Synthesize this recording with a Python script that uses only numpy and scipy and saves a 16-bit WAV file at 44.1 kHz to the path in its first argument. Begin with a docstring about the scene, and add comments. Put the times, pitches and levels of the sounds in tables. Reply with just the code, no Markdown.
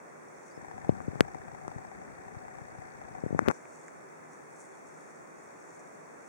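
"""A quiet room, where a cat on a couch washes its foreleg close to a small hand-held camera.
The tongue rasps faintly through the fur and the wet mouth clicks.
Much louder, fingers knock and rub on the camera's case while its lens motor ticks and drones.
The camera's electronics buzz and whine thinly throughout, over the soft hiss of the room.
Faint, thin high tones flicker in the hiss."""
import sys
import numpy as np
from scipy import signal
from scipy.fft import rfft, irfft, next_fast_len
from scipy.io import wavfile

SR = 44100
rng = np.random.default_rng(int(sys.argv[2]) if len(sys.argv) > 2 else 0)


def digitize_waveform(pressure):
    """Quantize a signal to 16-bit integers and store it at the path in sys.argv[1].

    Rows of a 2-D input are taken as channels; values are limited to [-1, 1].
    """
    field = np.atleast_2d(pressure).T
    bounded = np.clip(field, -1, 1)
    quanta = np.round(bounded * 32767).astype(np.int16)
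    wavfile.write(sys.argv[1], SR, quanta)


N = 276948
T = np.arange(N) / SR
FRAME_HZ, FIELD_HZ = 29.97, 59.94  # the camera's pictures and half-pictures per second
MOTOR_ON_S, MOTOR_OFF_S, MOTOR_FADE_S = 0.564, 3.55, 0.12  # when the lens motor has power

# how hard the hand rubs on the case: (time [s], level [dB])
GRIP_LEVELS = [(.5, -74), (.62, -51), (.8, -47.5), (.95, -37.5), (1.03, -44), (1.18, -38.5), (1.32, -48),
               (2.5, -51.5), (3.15, -49), (3.44, -38.5), (3.495, -39), (3.55, -84)]
# strong steps of the lens as it hunts for focus: (time [s], level [dB])
FOCUS_STEPS = [(.616, -38), (.648, -30), (.684, -34), (.714, -30.5), (.781, -30.5), (0.848, -28),
               (.952, -34.5), (1.251, -31), (1.283, -29), (1.348, -25.5), (1.483, -33), (1.517, -36),
               (1.549, -29), (1.616, -36.5), (1.651, -33), (1.717, -30), (1.784, -30.5), (1.85, -30.5),
               (1.917, -33), (1.985, -37), (2.017, -35.5), (2.283, -32), (2.349, -35.5), (2.483, -31.5),
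               (2.586, -30.5), (2.752, -35), (2.821, -34.5), (3.017, -31), (3.053, -36), (3.085, -34),
               (3.152, -29), (3.184, -32.5)]


def fur_rasps(width_hz=3000, grain_db=3, tuft_db=2.0, count=900):
    """Hairs slip off the barbs of the tongue, tuft by tuft, as a spray of tiny ticks."""
    # rasps of fur, first as the cat shifts, then as it licks:
    # (peak time [s], rise [s], fall [s], level [dB], left minus right [dB], centre pitch [Hz])
    rasps = [(.48, .16, 0.046, -65.5, 17, 6600), (.502, .003, 0.0036, -60, 10, 6350),
             (1.02, .004, .005, -59, 10, 7200), (1.187, .004, 0.0033, -60, 13, 7300),
             (3.555, 0.073, 0.056, -64.5, 19, 6200), (3.765, 0.087, 0.14, -59.5, 11, 7240),
             (4.33, 0.03, 0.04, -60, 6, 6900), (4.53, .07, 0.16, -66, 8, 8200),
             (4.61, 0.022, 0.046, -55, 3, 7900), (4.77, 0.038, 0.033, -70, 13, 6400),
             (4.865, .015, 0.091, -65.5, 7, 7600), (5.01, .04, .06, -63, 3, 3400),
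             (5.08, 0.24, 0.54, -71, 14, 6750), (5.43, .012, 0.032, -67, 4.5, 8800),
             (5.69, 0.12, 0.33, -64, 9.5, 7000), (6.26, 0.087, .15, -66.5, 7, 6700)]
    out = np.zeros((2, N))
    tufts = random_swells(tuft_db, count)
    slipping = rng.random((2, N)) < .06
    slips = slipping * rng.standard_normal((2, N)) * undb(grain_db * rng.standard_normal((2, N)))
    slips = slips + .5 * slips[::-1]  # each side also hears the other
    spray = butter(tufts * slips, 3300, "high", order=2)
    for s, rise, fall, db, pan_db, hz in rasps:
        swell = np.exp(-np.abs(T - s) / np.where(T < s, rise, fall))
        gains = undb(db + np.array([[pan_db], [-pan_db]]) / 2)
        out += gains * swell * unit(ring(spray, hz, width_hz))
    return out


def mouth_clicks(mouth_hz=1900, snap_hz=7400, burst_s=0.00077, size=1024):
    """A film of saliva breaks, and its very short crackle makes the small mouth ring."""
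    # wet clicks: (time [s], level [dB], share of high snap [dB])
    clicks = [(3.654, -37.5, -29), (3.882, -34, -4), (4.253, -49, -20), (4.987, -45, -16)]
    out = np.zeros(N)
    for (s, db, snap_db), noise in zip(clicks, rng.standard_normal((len(clicks), size))):
        burst = noise * np.exp(-T[:size] / burst_s)
        mouth = butter(ring(burst, mouth_hz, width_hz=1300), 2900, "low", order=4)
        click = mouth + undb(snap_db) * ring(burst, snap_hz, width_hz=1200)
        add(out, s, undb(db) * click / np.abs(click).max())
    return np.array([out, out])


def knocks():
    """Each knock of a finger is one push on the case; a fleshy one also makes the shell thud."""
    # finger knocks, brighter when harder:
    # (time [s], level [dB], treble limit [Hz], sharp edge [dB], shell thud [dB])
    contacts = [(0.577, -29.5, 593, -26, -3), (0.8933, -7.5, 590, -38, 6.5), (0.9224, -31, 220, -45, 6),
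                (1.0045, -22.5, 1500, -32, -8), (1.0815, -25, 470, -45, 13.5), (1.134, -29, 450, -45, -3),
                (1.1561, -24.5, 1040, -18, 3), (1.198, -24, 1210, -30, -13), (1.2086, -16.5, 257, -45, -8),
                (1.3543, -31, 640, -22, 7), (1.6804, -18, 1490, -6.5, 0), (1.761, -28.5, 189, -45, -8),
                (1.784, -38, 190, -45, -3), (2.367, -37.5, 184, -17, 5.5), (2.616, -39.5, 280, -25, 6),
                (2.787, -35.5, 186, -11, 0), (3.11, -40, 190, -30, -2), (3.2377, -19, 560, -40, 4),
                (3.2632, -18.5, 537, -45, 2), (3.3072, -23, 620, -35, 3), (3.328, -23, 576, -26, 12.5),
                (3.348, -17.5, 600, -50, 9), (3.36, -31, 400, -45, 8), (3.368, -32, 395.8, -45, -9),
                (3.3919, -2, 1820, -13, -6), (3.418, -30, 403, -42, 6), (3.427, -28, 330, -42, 3),
                (3.4791, -8.5, 523, -29, -16), (3.4921, -16, 690, -7.5, 7), (3.501, -14.5, 1810, -17, -3),
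                (3.5044, -13, 1470, -24, -20), (3.5126, -12.5, 2280, -6, -17)]
    out = np.zeros(N)
    for s, db, top_hz, edge_db, thud_db in contacts:
        start = s - 0.43 / top_hz  # early, so the push peaks near its listed time
        add(out, start, undb(db) * shell(push(top_hz, edge_db), thud_db))
    return through_case(out, right_db=-9.5)


def push(top_hz, edge_db, size=4096):
    """One short push on the case that springs back; a harder one is briefer and recovers sooner."""
    kick = signal.unit_impulse(size)
    pressed = butter(kick, top_hz, "low", order=4) + undb(edge_db) * butter(kick, top_hz, "low", order=1)
    spring_hz = 126 * (top_hz / 1000) ** 0.72
    bump = butter(pressed, spring_hz, "high", order=2)
    return bump / np.abs(bump).max()


def shell(x, thud_db):
    """The camera's shell adds a low thud that dies quickly."""
    return x + undb(thud_db) * ring(x, hz=128, width_hz=120)


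def overloads(rise_s=0.00006, swing_decay_s=0.001, right_lag_s=.00008, size=4096):
    """Hard knocks overload the sound input: a sharp spike sags at once, then swings back and dies."""
    # cracks: (time [s], spike [dB], sag [s], wait before the swing [s], swing [dB],
    # swing pitch [Hz], right side [dB])
    cracks = [(0.8938, -27, .0002, .0005, -32, 400, -12), (1.2072, 0, 0.00024, 0.00076, 1.5, 372, -3.5),
              (3.485, -4.5, 0.00078, 0.0009, -2, 264, -10)]
    out, t = np.zeros((2, N)), T[:size]
    for s, spike_db, sag_s, wait_s, swing_db, swing_hz, right_db in cracks:
        spike = np.exp(-t / sag_s) * (1 - np.exp(-t / rise_s))
        swing_time = np.maximum(t - wait_s, 0)
        swing = np.sin(2 * np.pi * swing_hz * swing_time) * np.exp(-swing_time / swing_decay_s)
        crack = undb(swing_db) * swing - undb(spike_db) * spike / spike.max()
        add(out[0], s, crack)
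        add(out[1], s + right_lag_s, -undb(right_db) * butter(crack, 3200, "low", order=2))
    return out


def finger_shifts(over_grip_db=3, scatter_db=5, top_hz=190, spread_octaves=1.44, count=100):
    """The fingers shift their hold at random: small dull bumps, stronger the firmer the grip."""
    out = np.zeros(N)
    for k, (when, strength, hardness) in enumerate(rng.uniform(-0.97, 1, (count, 3))):
        s = (k + .5 + when / 2) * T[-1] / count
        db = np.interp(s, *np.transpose(GRIP_LEVELS)) + over_grip_db + scatter_db * strength
        add(out, s, undb(db) * push(top_hz * 2 ** (spread_octaves * hardness), edge_db=-25))
    return through_case(shell(out, thud_db=-2), right_db=-12)


def grip_rub(rumble_hz=125, whirr_db=-11):
    """Skin creeps unevenly over the case: a low rumble, with a faint whirr from the lens barrel."""
    level = undb(np.interp(T, *np.transpose(GRIP_LEVELS)))
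    creep = random_swells(spread_db=3, count=200)
    rumble = butter(ring(rng.standard_normal(N), rumble_hz, width_hz=170), 320, "low", order=2)
    whirr = undb(whirr_db) * unit(barrel(rng.standard_normal(N)))
    return through_case(level * (unit(rumble * creep) + whirr), right_db=-7.0)


def finger_slide(start_s=3.404, end_s=3.514, slips_per_s=2500, scatter_db=3, top_hz=2200, edge_db=-13):
    """A finger sticks and slips over the case, crunching louder as it presses, until it lets go."""
    slipping = rng.random(N) < slips_per_s / SR
    slips = slipping * rng.standard_normal(N) * undb(scatter_db * rng.standard_normal(N))
    dull = butter(slips, top_hz, "low", order=4)
    edge = undb(edge_db) * butter(slips, top_hz, "low", order=1)
    crunch = unit(butter(dull + edge, 150, "high", order=1))
    pressure = undb(np.interp(T, [start_s, end_s], [-48, -30])) * (T > start_s) * (T < end_s)
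    return through_case(pressure * crunch, right_db=-10.5)


def lens_steps(step_s=0.001198, stop_gain=0.63, weak_db=-41, scatter_db=2.5, size=2048):
    """The lens steps once a picture, mostly weakly, jolting its barrel as it starts and as it stops."""
    jolts = np.zeros(N)
    frames = np.arange(FOCUS_STEPS[0][0], MOTOR_OFF_S, 1 / FRAME_HZ)
    strong_times = np.array(FOCUS_STEPS)[:, 0]
    weak_levels = weak_db + scatter_db * rng.standard_normal(size)
    weak_steps = [(s, db) for s, db in zip(frames, weak_levels)
                  if np.abs(strong_times - s).min() > .5 / FRAME_HZ]
    for (s, db), stretch in zip(FOCUS_STEPS + weak_steps, rng.uniform(-0.88, 1, size)):
        add(jolts, s - step_s * (1 + 0.28 * stretch), undb([db]))
        add(jolts, s, stop_gain * undb([db]))
    one_jolt_peak = barrel(signal.unit_impulse(size)).max()
    return through_case(barrel(jolts) / one_jolt_peak, right_db=-8.5)


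def barrel(x):
    """The barrel, the tube around the lens, rings at a few pitches when shaken."""
    # the barrel's own notes: (pitch [Hz], width [Hz], level [dB])
    notes = [(767, 64, 8.5), (860, 130, -6), (1390, 170, -14), (1690, 110, -17), (2300, 99, -34)]
    return sum(undb(db) * ring(x, hz, width) for hz, width, db in notes)


def lens_drone(drone_db=-55.0, hz=742, width_hz=16, whirr_db=-56, pulsing=.85):
    """The motor keeps the barrel's lowest note droning, under a whirr that swells with each picture."""
    drone = undb(drone_db) * unit(ring(ring(rng.standard_normal(N), hz, width_hz), hz, width_hz))
    swell = 1 + pulsing * np.cos(2 * np.pi * FRAME_HZ * (T - FOCUS_STEPS[0][0]))
    whirr = undb(whirr_db) * unit(swell * ring(rng.standard_normal(N), hz=1750, width_hz=260))
    return through_case(motor_power() * (drone + whirr), right_db=-7.5)


def motor_power():
    """From 0 while the lens motor rests to 1 while it has power."""
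    return np.clip(np.minimum(T - MOTOR_ON_S, MOTOR_OFF_S - T) / MOTOR_FADE_S + .5, 0, 1)


def electronics(buzz_db=(-65.5, -61), whine_db=(-75, -70), burst_s=0.00045):
    """A tiny burst of hiss with each half-picture, and a thin whine; both grow while the lens works."""
    from_burst_s = (T - .0014 + .5 / FIELD_HZ) % (1 / FIELD_HZ) - .5 / FIELD_HZ
    bursts = rng.standard_normal(N) * np.exp(-.5 * (from_burst_s / burst_s) ** 2)
    buzz = unit(butter(ring(bursts, hz=4800, width_hz=1500), 5100, "low", order=2))
    whine = unit(waver(rng.standard_normal(N), hz=7867, width_hz=50))
    buzz *= undb(np.interp(motor_power(), [0, 1], buzz_db))
    whine *= undb(np.interp(motor_power(), [0, 1], whine_db))
    return through_case(buzz + whine, right_db=-13.5)


def thin_tones(width_hz=90, right_db=-12):
    """Short, wavering high tones that barely rise out of the hiss."""
    # faint high tones: (start [s], length [s], pitch [Hz], level [dB])
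    tones = [(0.504, .025, 4780, -53), (.524, 0.066, 5250, -54), (3.80, .045, 3520, -63),
             (4.72, .04, 3380, -61), (4.9, .04, 5260, -62), (5.07, .06, 7200, -68), (5.37, .04, 6780, -62)]
    out, noise = np.zeros(N), rng.standard_normal(N)
    for s, length, hz, db in tones:
        swell = np.sin(np.pi * np.clip((T - s) / length, 0, 1))
        out += undb(db) * waver(noise, hz, width_hz) * swell
    return np.array([out, undb(right_db) * out])


def room(db=-49.0, side_lift=0.44):
    """Soft, even room noise; the close-set microphones make its middle pitches sound wider."""
    # still air and microphone hiss: (pitch [Hz], level [dB])
    air_tone = [(40, -19), (90, -15), (150, -7.5), (240, -5), (400, -2.5), (700, -5), (1200, -8.5),
                (2000, -12.5), (3500, -23.5), (6000, -23.5), (8500, -21.5), (11000, -25), (15500, -20)]
    # pitches at which the room rings: (pitch [Hz], width [Hz], added level [dB])
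    room_notes = [(157.6, 6.8, 5), (389, 18, -9)]
    air = colour(rng.standard_normal((2, N)), air_tone)
    mid, side = air + sum(undb(note_db) * ring(air, hz, width) for hz, width, note_db in room_notes)
    side = side + side_lift * ring(side, hz=820, width_hz=1700)
    return undb(db) * unit(np.array([mid + side, mid - side]))


def through_case(x, right_db):
    """The shaking case reaches left and right as mirror images, the left more strongly."""
    return np.array([x, -undb(right_db) * x])


def camera_filters(x):
    """The camera colours the sound and cuts three narrow gaps in the treble, near 3, 4 and 5 kHz."""
    # the camera's tone: (pitch [Hz], gain [dB])
    tone = [(1900, 0.5), (2400, -1), (2900, -12), (3500, -10), (4500, -12.5), (5200, -9.5), (5900, -1),
            (9500, -6), (11000, -14), (11900, -39), (13000, -23.5), (13700, -23), (14700, -16.5)]
    # the narrow gaps: (pitch [Hz], width [Hz])
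    gaps = [(3020, 260), (4010, 190), (5000, 150)]
    x = colour(x, tone)
    for hz, width in gaps:
        for _ in range(2):
            x = x - ring(x, hz, width)
    return x


def undb(db):
    """Turn decibels into a number to multiply by."""
    return 10 ** (np.asarray(db) / 20)


def unit(x):
    """Scale a sound to an average power of 1."""
    return x / np.sqrt(np.mean(x ** 2))


def butter(x, hz, kind, order):
    """Keep the "low" or "high" side of a pitch; a higher order cuts more steeply."""
    return signal.sosfilt(signal.butter(order, min(hz, SR * .45), kind, fs=SR, output="sos"), x)


def ring(x, hz, width_hz):
    """Ring at one pitch; the narrower the width, the longer it rings."""
    return signal.lfilter(*signal.iirpeak(hz, hz / width_hz, fs=SR), x)


def waver(noise, hz, width_hz):
    """A tone of even level whose pitch wanders a little."""
    band = ring(ring(noise, hz, width_hz), hz, width_hz)
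    return np.cos(np.angle(signal.hilbert(band, next_fast_len(N))[:N]))


def random_swells(spread_db, count):
    """A volume that glides between `count` random levels."""
    return undb(spread_db * np.interp(T, np.linspace(0, T[-1], count), rng.standard_normal(count)))


def colour(x, points, size=2048):
    """Shape the tone along a curve of (pitch [Hz], gain [dB]) points."""
    hz, db = np.transpose(points)
    grid = np.maximum(np.fft.rfftfreq(size, 1 / SR), 1)
    gain = undb(np.interp(np.log(grid), np.log(hz), db))
    cepstrum = irfft(np.log(gain))
    cepstrum[1:size // 2] *= 2  # folded, so the filter never rings ahead of a sound
    cepstrum[size // 2 + 1:] = 0
    response = irfft(np.exp(rfft(cepstrum)))
    return np.array([signal.fftconvolve(row, response)[:N] for row in x])


def add(track, s, sound):
    """Mix a short sound into a track from time s on."""
    i = int(np.clip(s * SR, 0, N - 1))
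    track[..., i:i + sound.shape[-1]] += sound[..., :N - i]


def scene():
    """The cat, the handled camera and the room; the overloads arise after the camera's filters."""
    hand = knocks() + finger_shifts() + grip_rub() + finger_slide()
    mix = fur_rasps() + mouth_clicks() + hand
    mix = mix + thin_tones() + lens_steps() + lens_drone() + electronics() + room()
    return camera_filters(mix) + overloads()


def record(dry, low_cut_hz=66, gentle_cut_hz=85, top_hz=15800):
    """The camera cuts the deep bass and the highest treble."""
    x = butter(butter(dry, gentle_cut_hz, "high", order=1), low_cut_hz, "high", order=2)
    return signal.sosfilt(signal.ellip(10, .2, 90, top_hz, fs=SR, output="sos"), x)


dry = scene()
out = record(dry)
digitize_waveform(out)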